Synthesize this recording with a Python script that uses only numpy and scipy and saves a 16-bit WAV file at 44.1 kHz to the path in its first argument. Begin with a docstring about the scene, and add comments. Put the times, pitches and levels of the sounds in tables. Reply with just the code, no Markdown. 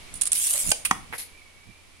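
"""On a quiet porch, close to the microphone, a steel tape measure clacks and whirs back into its case.
The loose blade is bursts of noise with a thin high ring; its run through the slot is dense tiny ticks,
with sliding resonances, a floor echo and a droning reel. The hook snaps home, then the case touches the
tiles, lands and rocks: short noise cracks, some ringing case modes. A steel square scrapes the tiles as
ticks through high modes. Soft thuds, porch echoes, air, a far whistling trill and a low hum lie behind."""
import sys
import numpy as np
from scipy import signal
from scipy.fft import rfft, irfft
from scipy.io import wavfile
from scipy.ndimage import map_coordinates

SR = 44100
rng = np.random.default_rng(int(sys.argv[2]) if len(sys.argv) > 2 else 0)


def pcm_store(signal):
    """Save signal as 16-bit PCM."""
    levels = np.round(np.clip(np.atleast_2d(signal), -1, 1) * 32767)
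    wavfile.write(sys.argv[1], SR, levels.astype(np.int16).T)


N = 88200
TIME = np.arange(N) / SR
BLADE_LIKENESS = 0.059  # share of the blade's noise power common to both microphone ports
CASE_RISE_S = 0.0011  # onset of the case modes
TOP_HZ = 15750  # upper end of the pickup

# the blade running through the slot: start_s, level_db, left_minus_right_db
BLADE_RUN = [(.325, -40, 16), (.35, -24, -4), (.40, -26.5, -4), (.44, -24, -2.5), (.52, -26, -2),
             (.59, -25.5, -2.5), (.65, -28, -3), (.716, -29.5, -9)]
# modes of the case held in the hand: pitch_hz, level_db, t60_s
HELD_CASE_MODES = [(481, -23, 0.023), (540, -25, 0.027), (812, -17, 0.025), (1526, -23.5, 0.037),
                   (2390, -25.5, 0.083), (2830, -23, .035)]


def amp(db):
    """Decibels to an amplitude factor."""
    return 10 ** (np.asarray(db) / 20)


def curve(rows, column=1):
    """A column of a table joined by straight lines in time."""
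    rows = np.array(rows)
    return np.interp(TIME, rows[:, 0], rows[:, column])


def pan(x, db):
    """Lean a sound to the left by db, half on each port."""
    return x * amp(np.array([[.5], [-.5]]) * db)


def convolve(x, response):
    """Pass each port through a response, cut to the length of the scene."""
    return signal.fftconvolve(np.atleast_2d(x), np.atleast_2d(response), axes=1)[:, :N]


def colour(x, points, size=4096):
    """Causal filter through (pitch_hz, level_db) points; it keeps white noise power, so only shape counts."""
    hz, db = np.array(points).T
    gain = amp(np.interp(np.log(np.fft.rfftfreq(size, 1 / SR) + 1), np.log(hz), db))
    # folding the cepstrum gives minimum phase: nothing sounds ahead of the hit
    cepstrum = irfft(np.log(gain))
    cepstrum[1:size // 2] *= 2
    cepstrum[size // 2 + 1:] = 0
    response = irfft(np.exp(rfft(cepstrum)))
    return convolve(x, response / np.linalg.norm(response))


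def noise(likeness):
    """White noise at two microphone ports, partly shared."""
    shared = np.clip(likeness, 0, 1)
    draws = rng.standard_normal((3, N))
    return np.sqrt(shared) * draws[2] + np.sqrt(1 - shared) * draws[:2]


def waver(rate_hz, likeness=1):
    """Smooth chance at the two ports, spread 1."""
    lowpass = np.exp(-.5 * (np.fft.rfftfreq(N, 1 / SR) / rate_hz) ** 2)
    x = irfft(rfft(noise(likeness)) * lowpass, N)
    return x / x.std()


def tone(hz):
    """A sine of rms 1 that follows a moving pitch."""
    return np.sqrt(2) * np.sin(2 * np.pi * np.cumsum(hz) / SR)


def contact(start, fall_s, rise_s=0.00025):
    """Envelope of a contact: quick rise, exponential fall."""
    age = np.maximum(TIME - start, 0)
    return (1 - np.exp(-age / rise_s)) * np.exp(-age / fall_s)


def cracks(hits, fall_s, points, likeness):
    """The noisy part of a group of hard contacts, their powers added."""
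    power = sum((amp(db) * contact(start, fall_s)) ** 2 for start, db in hits)
    return colour(noise(likeness) * np.sqrt(power), points)


def ring(modes, start=0, rise_s=1 / SR):
    """Decaying modes set going at one moment."""
    age = np.maximum(TIME - start, 0)
    onset = 1 - np.exp(-(age / rise_s) ** 2)
    ringing = 0
    for hz, db, t60 in modes:
        decay = np.exp(-np.log(1000) * age / t60)
        ringing = ringing + amp(db) * np.sin(2 * np.pi * hz * age) * decay
    return onset * ringing


def friction(likeness, tick_s=0.00011, ticks_per_s=2900, tick_spread_db=2):
    """Rubbing as dense tiny ticks of uneven size that die away over tick_s, rms 1."""
    chance = rng.random(N) < ticks_per_s / SR
    tick_power = chance * amp(tick_spread_db * rng.standard_normal(N)) ** 2
    power = signal.lfilter([1], [1, -np.exp(-1 / (tick_s * SR))], tick_power)
    return noise(likeness) * np.sqrt(power / power.mean())


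def blade_ring(x, ring_db, count=70):
    """The thin steel strip adds many close, high modes, with their own phases at each port."""
    low_hz, high_hz, t60_s = 7990, 11860, 0.37
    age = TIME[:N // 4]
    draws = rng.random((count, 3))
    pitches = low_hz + (high_hz - low_hz) * draws[:, 0]
    modes = 0
    for hz, turn in zip(pitches, draws[:, 1:]):
        modes = modes + np.sin(2 * np.pi * (hz * age + turn[:, None]))
    modes = modes * np.exp(-np.log(1000) * age / t60_s)
    share = (high_hz - low_hz) / (SR / 2)  # part of the spectrum that the modes fill
    return x + amp(ring_db) * convolve(x, modes * np.sqrt(share) / np.linalg.norm(modes[0]))


def blade_clacks():
    """The loose blade buckles and slaps; the fingers damp its ring, so it is faint."""
    # slaps of the loose blade: start_s, level_db, fall_s, left_minus_right_db
    slaps = [(0.1398, -36.5, 0.0061, -22.5), (0.153, -34, 0.022, -7), (0.2117, -20.5, 0.0051, -14),
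             (0.217, -11.5, 0.0051, -6.5), (0.2205, -18, 0.0016, -22), (0.233, -25, 0.0062, -12),
             (0.2546, -18.5, 0.0054, -3), (0.266, -21, 0.006, -11), (0.272, -14.5, 0.0047, -4),
             (.318, -12, 0.0081, -7.5), (0.3308, -6, 0.0018, -1), (0.4704, -16.5, 0.0056, -4),
             (0.508, -15.5, 0.0049, -3), (0.536, -18, 0.0058, -6), (0.673, -18.5, 0.0024, -10),
             (0.6914, -20, 0.0044, -9), (0.703, -15, 0.0033, -4)]
    # colour of a slap: pitch_hz, level_db
    slap_colour = [(300, -36), (1200, -25), (2400, -23), (3200, -15.5), (4500, -18), (6000, -17),
                   (8000, -8), (9500, 3), (11000, -9), (12300, -26), (15500, -29)]
    power = sum(pan(amp(db) * contact(start, fall), lean) ** 2 for start, db, fall, lean in slaps)
    slapping = colour(np.sqrt(power) * noise(BLADE_LIKENESS), slap_colour)
    return blade_ring(slapping, ring_db=-27)


def band_flicker(x, count=36):
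    """Narrow bands of the rubbing swell and fade by chance, each on its own."""
    flicker_hz, flicker_db = 18, 3.2
    hz, spectrum = np.fft.rfftfreq(N, 1 / SR), rfft(x)
    centres = np.linspace(0, TOP_HZ, count)
    gains = amp(flicker_db * np.array([waver(flicker_hz)[0] for _ in centres]))
    gains = gains / np.sqrt(np.mean(gains ** 2))
    flickering = 0
    for gain, band in zip(gains, np.eye(count)):
        flickering = flickering + gain * irfft(spectrum * np.interp(hz, centres, band), N)
    return flickering


def floor_bounce(x):
    """The floor mirrors the blade; the lag shrinks as the case is lowered, so the comb bands drift."""
    bounce_db, far_lag_s, near_lag_s = -10.5, 0.001394, 0.00069
    lag = np.interp(TIME, [BLADE_RUN[0][0], BLADE_RUN[-1][0]], [far_lag_s, near_lag_s])
    mirrored = np.array([map_coordinates(port, [(TIME - lag) * SR]) for port in x])
    return x + amp(bounce_db) * mirrored


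def blade_run():
    """The blade rubs through the slot, fluttering with the reel; its resonances slide and flicker."""
    # colour of the rubbing: pitch_hz, level_db
    rub_colour = [(300, -31.5), (1200, -31.5), (2000, -15.5), (3000, -13.5), (4400, -15), (6500, -9),
                  (9100, 0.5), (11000, -4), (12800, -12), (15500, -22)]
    # resonances that slide as the blade shortens: start_pitch_hz, end_pitch_hz, width_hz, level_db
    glides = [(2484, 3400, 51, -25.5), (9900, 6700, 48, -11)]
    fade_s, reel_hz, flutter_db = 0.012, 67, 0.6
    start, end = BLADE_RUN[0][0], BLADE_RUN[-1][0]
    fade_in = np.clip((TIME - start) / fade_s, 0, 1)
    fade_out = np.clip((end - TIME) / fade_s + 1, 0, 1)
    # uneven turning: the phase drifts by chance
    turns = np.cumsum(reel_hz * (1 + 6 * rng.standard_normal(N))) / SR
    force = fade_in * fade_out * amp(curve(BLADE_RUN) + flutter_db * np.sin(2 * np.pi * turns))
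    rub = band_flicker(colour(friction(BLADE_LIKENESS), rub_colour))
    zing = 0
    for first_hz, last_hz, width_hz, db in glides:
        pitch = np.interp(TIME, [start, end], [first_hz, last_hz])
        zing = zing + amp(db) * waver(width_hz, BLADE_LIKENESS) * tone(pitch)
    return floor_bounce(pan(force * (rub + zing), curve(BLADE_RUN, column=2)))


def reel():
    """The spinning reel rumbles in the case, which drones at a wandering pitch as it spins and coasts."""
    # course of the drone, its level shared by the rumble: start_s, pitch_hz, level_db
    spin = [(.46, 640, -76), (.555, 577, -46), (.62, 573, -58.5), (.70, 628, -50), (.76, 563, -71),
            (.87, 540, -75)]
    # colour of the rumble: pitch_hz, level_db
    rumble_colour = [(200, -15.5), (780, -9), (1400, -9.5), (3000, -32)]
    spinning = (TIME > spin[0][0]) & (TIME < spin[-1][0])
    drone = waver(rate_hz=37) * tone(curve(spin))
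    rumble = colour(friction(0.76), rumble_colour)
    return spinning * amp(curve(spin, column=2)) * (rumble + drone)


def hook_snap():
    """The hook hits the mouth of the case and bounces, ringing the case in the hand."""
    # hits of the hook: start_s, level_db
    hits = [(0.7159, -4.5), (.7188, -9)]
    # colour of the snap: pitch_hz, level_db
    snap_colour = [(300, -18), (600, -8.5), (1200, -10), (1800, -11.5), (2800, -2), (4200, -10.5),
                   (5050, 2.5), (5800, -12), (6800, -5), (9400, 5), (12300, -22)]
    crack = cracks(hits, 0.0025, snap_colour, 0.32)
    return pan(crack + ring(HELD_CASE_MODES, hits[-1][0], CASE_RISE_S), -3)


def case_touch():
    """An edge of the case touches the tiles and the hook jingles: bright noise cracks."""
    # touches of the edge: start_s, level_db
    hits = [(.8497, -18.5), (.8538, -19)]
    # colour of touch and jingle: pitch_hz, level_db
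    touch_colour = [(600, -23), (1300, -4.5), (1700, -9), (2400, 4.5), (3200, -7), (6200, -11),
                    (8200, -1.5), (10000, 5.5), (12000, -10), (15500, -16)]
    return pan(cracks(hits, 0.01, touch_colour, 0.095), -6)


def case_landing():
    """The base of the case lands flat and the standing case rings, hollow between thump and clack."""
    # knocks of the base: start_s, level_db
    hits = [(.9098, -12), (.9112, -13)]
    # colour of the knock: pitch_hz, level_db
    knock_colour = [(270, -9), (460, -16), (620, -34), (760, 5.5), (1150, 3.5), (1640, -4), (1850, 4.5),
                    (4300, -11.5), (6300, -6.5), (10300, -5.5), (12000, -23.5)]
    # modes of the case standing on the floor: pitch_hz, level_db, t60_s
    standing_modes = [(187.7, -32.5, 0.16), (233, -17.5, 0.029), (787, -16, 0.04), (942, -14, 0.041),
                      (1121, 0.5, 0.014), (1233, -4, 0.017), (1850, -8.5, 0.016)]
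    hollow_hz, hollow_width_hz = 555, 380
    knock = cracks(hits, 0.0031, knock_colour, 0.084)
    knock = knock + ring(standing_modes, hits[-1][0], CASE_RISE_S)
    notch = signal.iirnotch(hollow_hz, hollow_hz / hollow_width_hz, fs=SR)
    return pan(signal.lfilter(*notch, knock), -3.5)


def case_rocking():
    """The case rocks as the hand lets go: faint cracks, each ringing the case modes."""
    # contacts of the rocking base: start_s, level_db
    hits = [(1.1256, -31.5), (1.1325, -29), (1.1382, -29.5), (1.145, -43.5), (1.151, -37.5)]
    # colour of the rocking: pitch_hz, level_db
    rock_colour = [(200, -13), (520, -4.5), (1300, -0.5), (2000, 4.5), (2550, -3.5), (3100, -9.5),
                   (6000, -25), (11000, -16), (15500, -31)]
    ring_db = 11.5  # lift of the modes over each contact's level
    rock = cracks(hits, 0.0084, rock_colour, 0.12)
    for start, db in hits:
        rock = rock + amp(db + ring_db) * ring(HELD_CASE_MODES, start, CASE_RISE_S)
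    return pan(rock, -3.5)


def case():
    """All contacts of the case; the left port hears them a little later."""
    left_lag_s = .00016
    left, right = hook_snap() + case_touch() + case_landing() + case_rocking()
    return np.array([map_coordinates(left, [(TIME - left_lag_s) * SR]), right])


def square():
    """A steel square scrapes off the tiles: its edge catches on grit and its high modes ring."""
    # course of the scrape: start_s, level_db
    slide = [(1.135, -62), (1.15, -39), (1.179, -48), (1.183, -34), (1.212, -33.5), (1.28, -58.5)]
    # colour of scrape and catches: pitch_hz, level_db
    scrape_colour = [(500, -15.5), (1400, -14.5), (2100, -2), (3000, -9.5), (4300, -3.5), (6000, -8.5),
                     (8200, -7), (9800, 3), (11300, 1), (13200, -10), (15500, -33)]
    # catches of the edge on grit: start_s, level_db
    catches = [(1.181, -33.5), (1.1935, -29)]
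    # modes of the steel square: pitch_hz, level_db, t60_s
    square_modes = [(4280, -50, .11), (9455, -45, .1), (10100, -50, .14), (10850, -46, .15),
                    (11900, -50, .12)]
    sliding = (TIME > slide[0][0]) & (TIME < slide[-1][0])
    scrape = colour(friction(0.086, tick_s=0.0009) * sliding * amp(curve(slide)), scrape_colour)
    scrape = scrape + cracks(catches, 0.0028, scrape_colour, 0.12)
    return scrape + convolve(scrape, ring(square_modes))


def handling():
    """Soft thuds of handling and moved air: dull noise in bell-shaped swells."""
    # thuds: centre_s, level_db, spread_s, left_minus_right_db
    thuds = [(0.162, -46.5, 0.037, 7.5), (0.664, -46.5, 0.021, -24.5), (0.692, -38, 0.0078, -22.5),
             (0.97, -46.5, 0.071, 1.5), (1.127, -52, 0.024, -14), (1.691, -47, 0.016, -13.5)]
    # colour of the thuds: pitch_hz, level_db
    thud_colour = [(20, 1), (65, -4), (200, -7.5), (350, -20), (2000, -66)]
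    swells = 0
    for centre, db, spread, lean in thuds:
        bell = np.exp(-.5 * ((TIME - centre) / spread) ** 2)
        swells = swells + pan(amp(db) * bell, lean)
    return colour(noise(0.6), thud_colour) * swells


def porch(x):
    """Diffuse echoes from floor, walls and roof: noise with a level and decay for each band."""
    # echoes by band: pitch_hz, level_db, t60_s
    bands = [(170, -14, 0.78), (507, -8.5, 0.39), (1140, -18.5, 0.38), (3900, -9, 0.29), (11000, -17, 0.4)]
    delay_s = 0.0062
    log_hz = np.log(np.fft.rfftfreq(N, 1 / SR) + 1)
    centres = np.log([row[0] for row in bands])
    spectrum, response = rfft(noise(0.1)), 0
    for weights, (_, db, t60) in zip(np.eye(len(bands)), bands):
        decay = contact(delay_s, t60 / np.log(1000))
        band = irfft(spectrum * np.interp(log_hz, centres, weights), N)
        response = response + amp(db) * band * decay / np.linalg.norm(decay)
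    return convolve(x.sum(axis=0) / np.sqrt(2), response)


def far_trill():
    """A far whistle that lifts in pitch as it swells, with quick chance wobbles of pitch and level."""
    # course of the whistle: start_s, pitch_hz, level_db
    whistle = [(1.3, 2256, -65), (1.39, 2317, -56.5), (1.54, 2210, -64), (1.73, 2365, -58.5),
               (1.87, 2273, -74.5), (1.98, 2310, -63.5)]
    wobble_hz, wobble_rate_hz, flicker_db = 48.8, 69.3, 3
    pitch = curve(whistle) + wobble_hz * waver(wobble_rate_hz)[0]
    level_db = curve(whistle, column=2) + flicker_db * waver(wobble_rate_hz, 0.95)
    return pan(tone(pitch) * amp(level_db), -10)


def outdoor_air():
    """Quiet air: coloured noise that slowly sinks, nearly separate at the two ports."""
    # colour of the air: pitch_hz, level_db
    air_colour = [(20, 10.5), (120, -2.5), (800, -8), (1130, -7), (1500, -11), (2250, -4.5), (2900, -7),
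                  (7000, -15), (10800, -13), (12500, -28.5), (15500, -34)]
    # course of the air: start_s, level_db
    air_level = [(0, -45.5), (1.1, -49.5), (1.5, -53), (2, -53.5)]
    return pan(colour(noise(0.1), air_colour) * amp(curve(air_level)), -1.5)


def low_hum():
    """A low sine whose phase drifts a little by chance."""
    # course of the hum: start_s, level_db
    hum_level = [(0, -62.5), (.8, -64), (1.45, -65.5), (1.62, -65.5)]
    hum_hz = 82.3
    return amp(curve(hum_level)) * tone(hum_hz * (1 + 2 * rng.standard_normal(N)))


def scene():
    """The tape measure and square with their porch echoes, over handling and the quiet outdoors."""
    clacks = blade_clacks()
    # the coiled blade rings along with its own run and the knocks of the case
    others = blade_ring(blade_run() + case(), ring_db=-11) + reel() + square()
    echoes = porch(others + amp(-2.5) * clacks)
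    return clacks + others + echoes + handling() + outdoor_air() + far_trill() + low_hum()


def record(dry):
    """The left port is brighter at the very top; peaks are rounded and all above the top is cut."""
    treble_hz, treble_db, peak_ceiling = 10600, 6.5, .85
    hz = np.fft.rfftfreq(N, 1 / SR)
    lean = treble_db * (1 + np.tanh((hz - treble_hz) / 800)) / 2
    ports = irfft(pan(rfft(dry), lean), N)
    ports = peak_ceiling * np.tanh(ports / peak_ceiling)
    return signal.sosfilt(signal.ellip(10, .2, 70, TOP_HZ, fs=SR, output="sos"), ports)


dry = scene()
out = record(dry)
pcm_store(out)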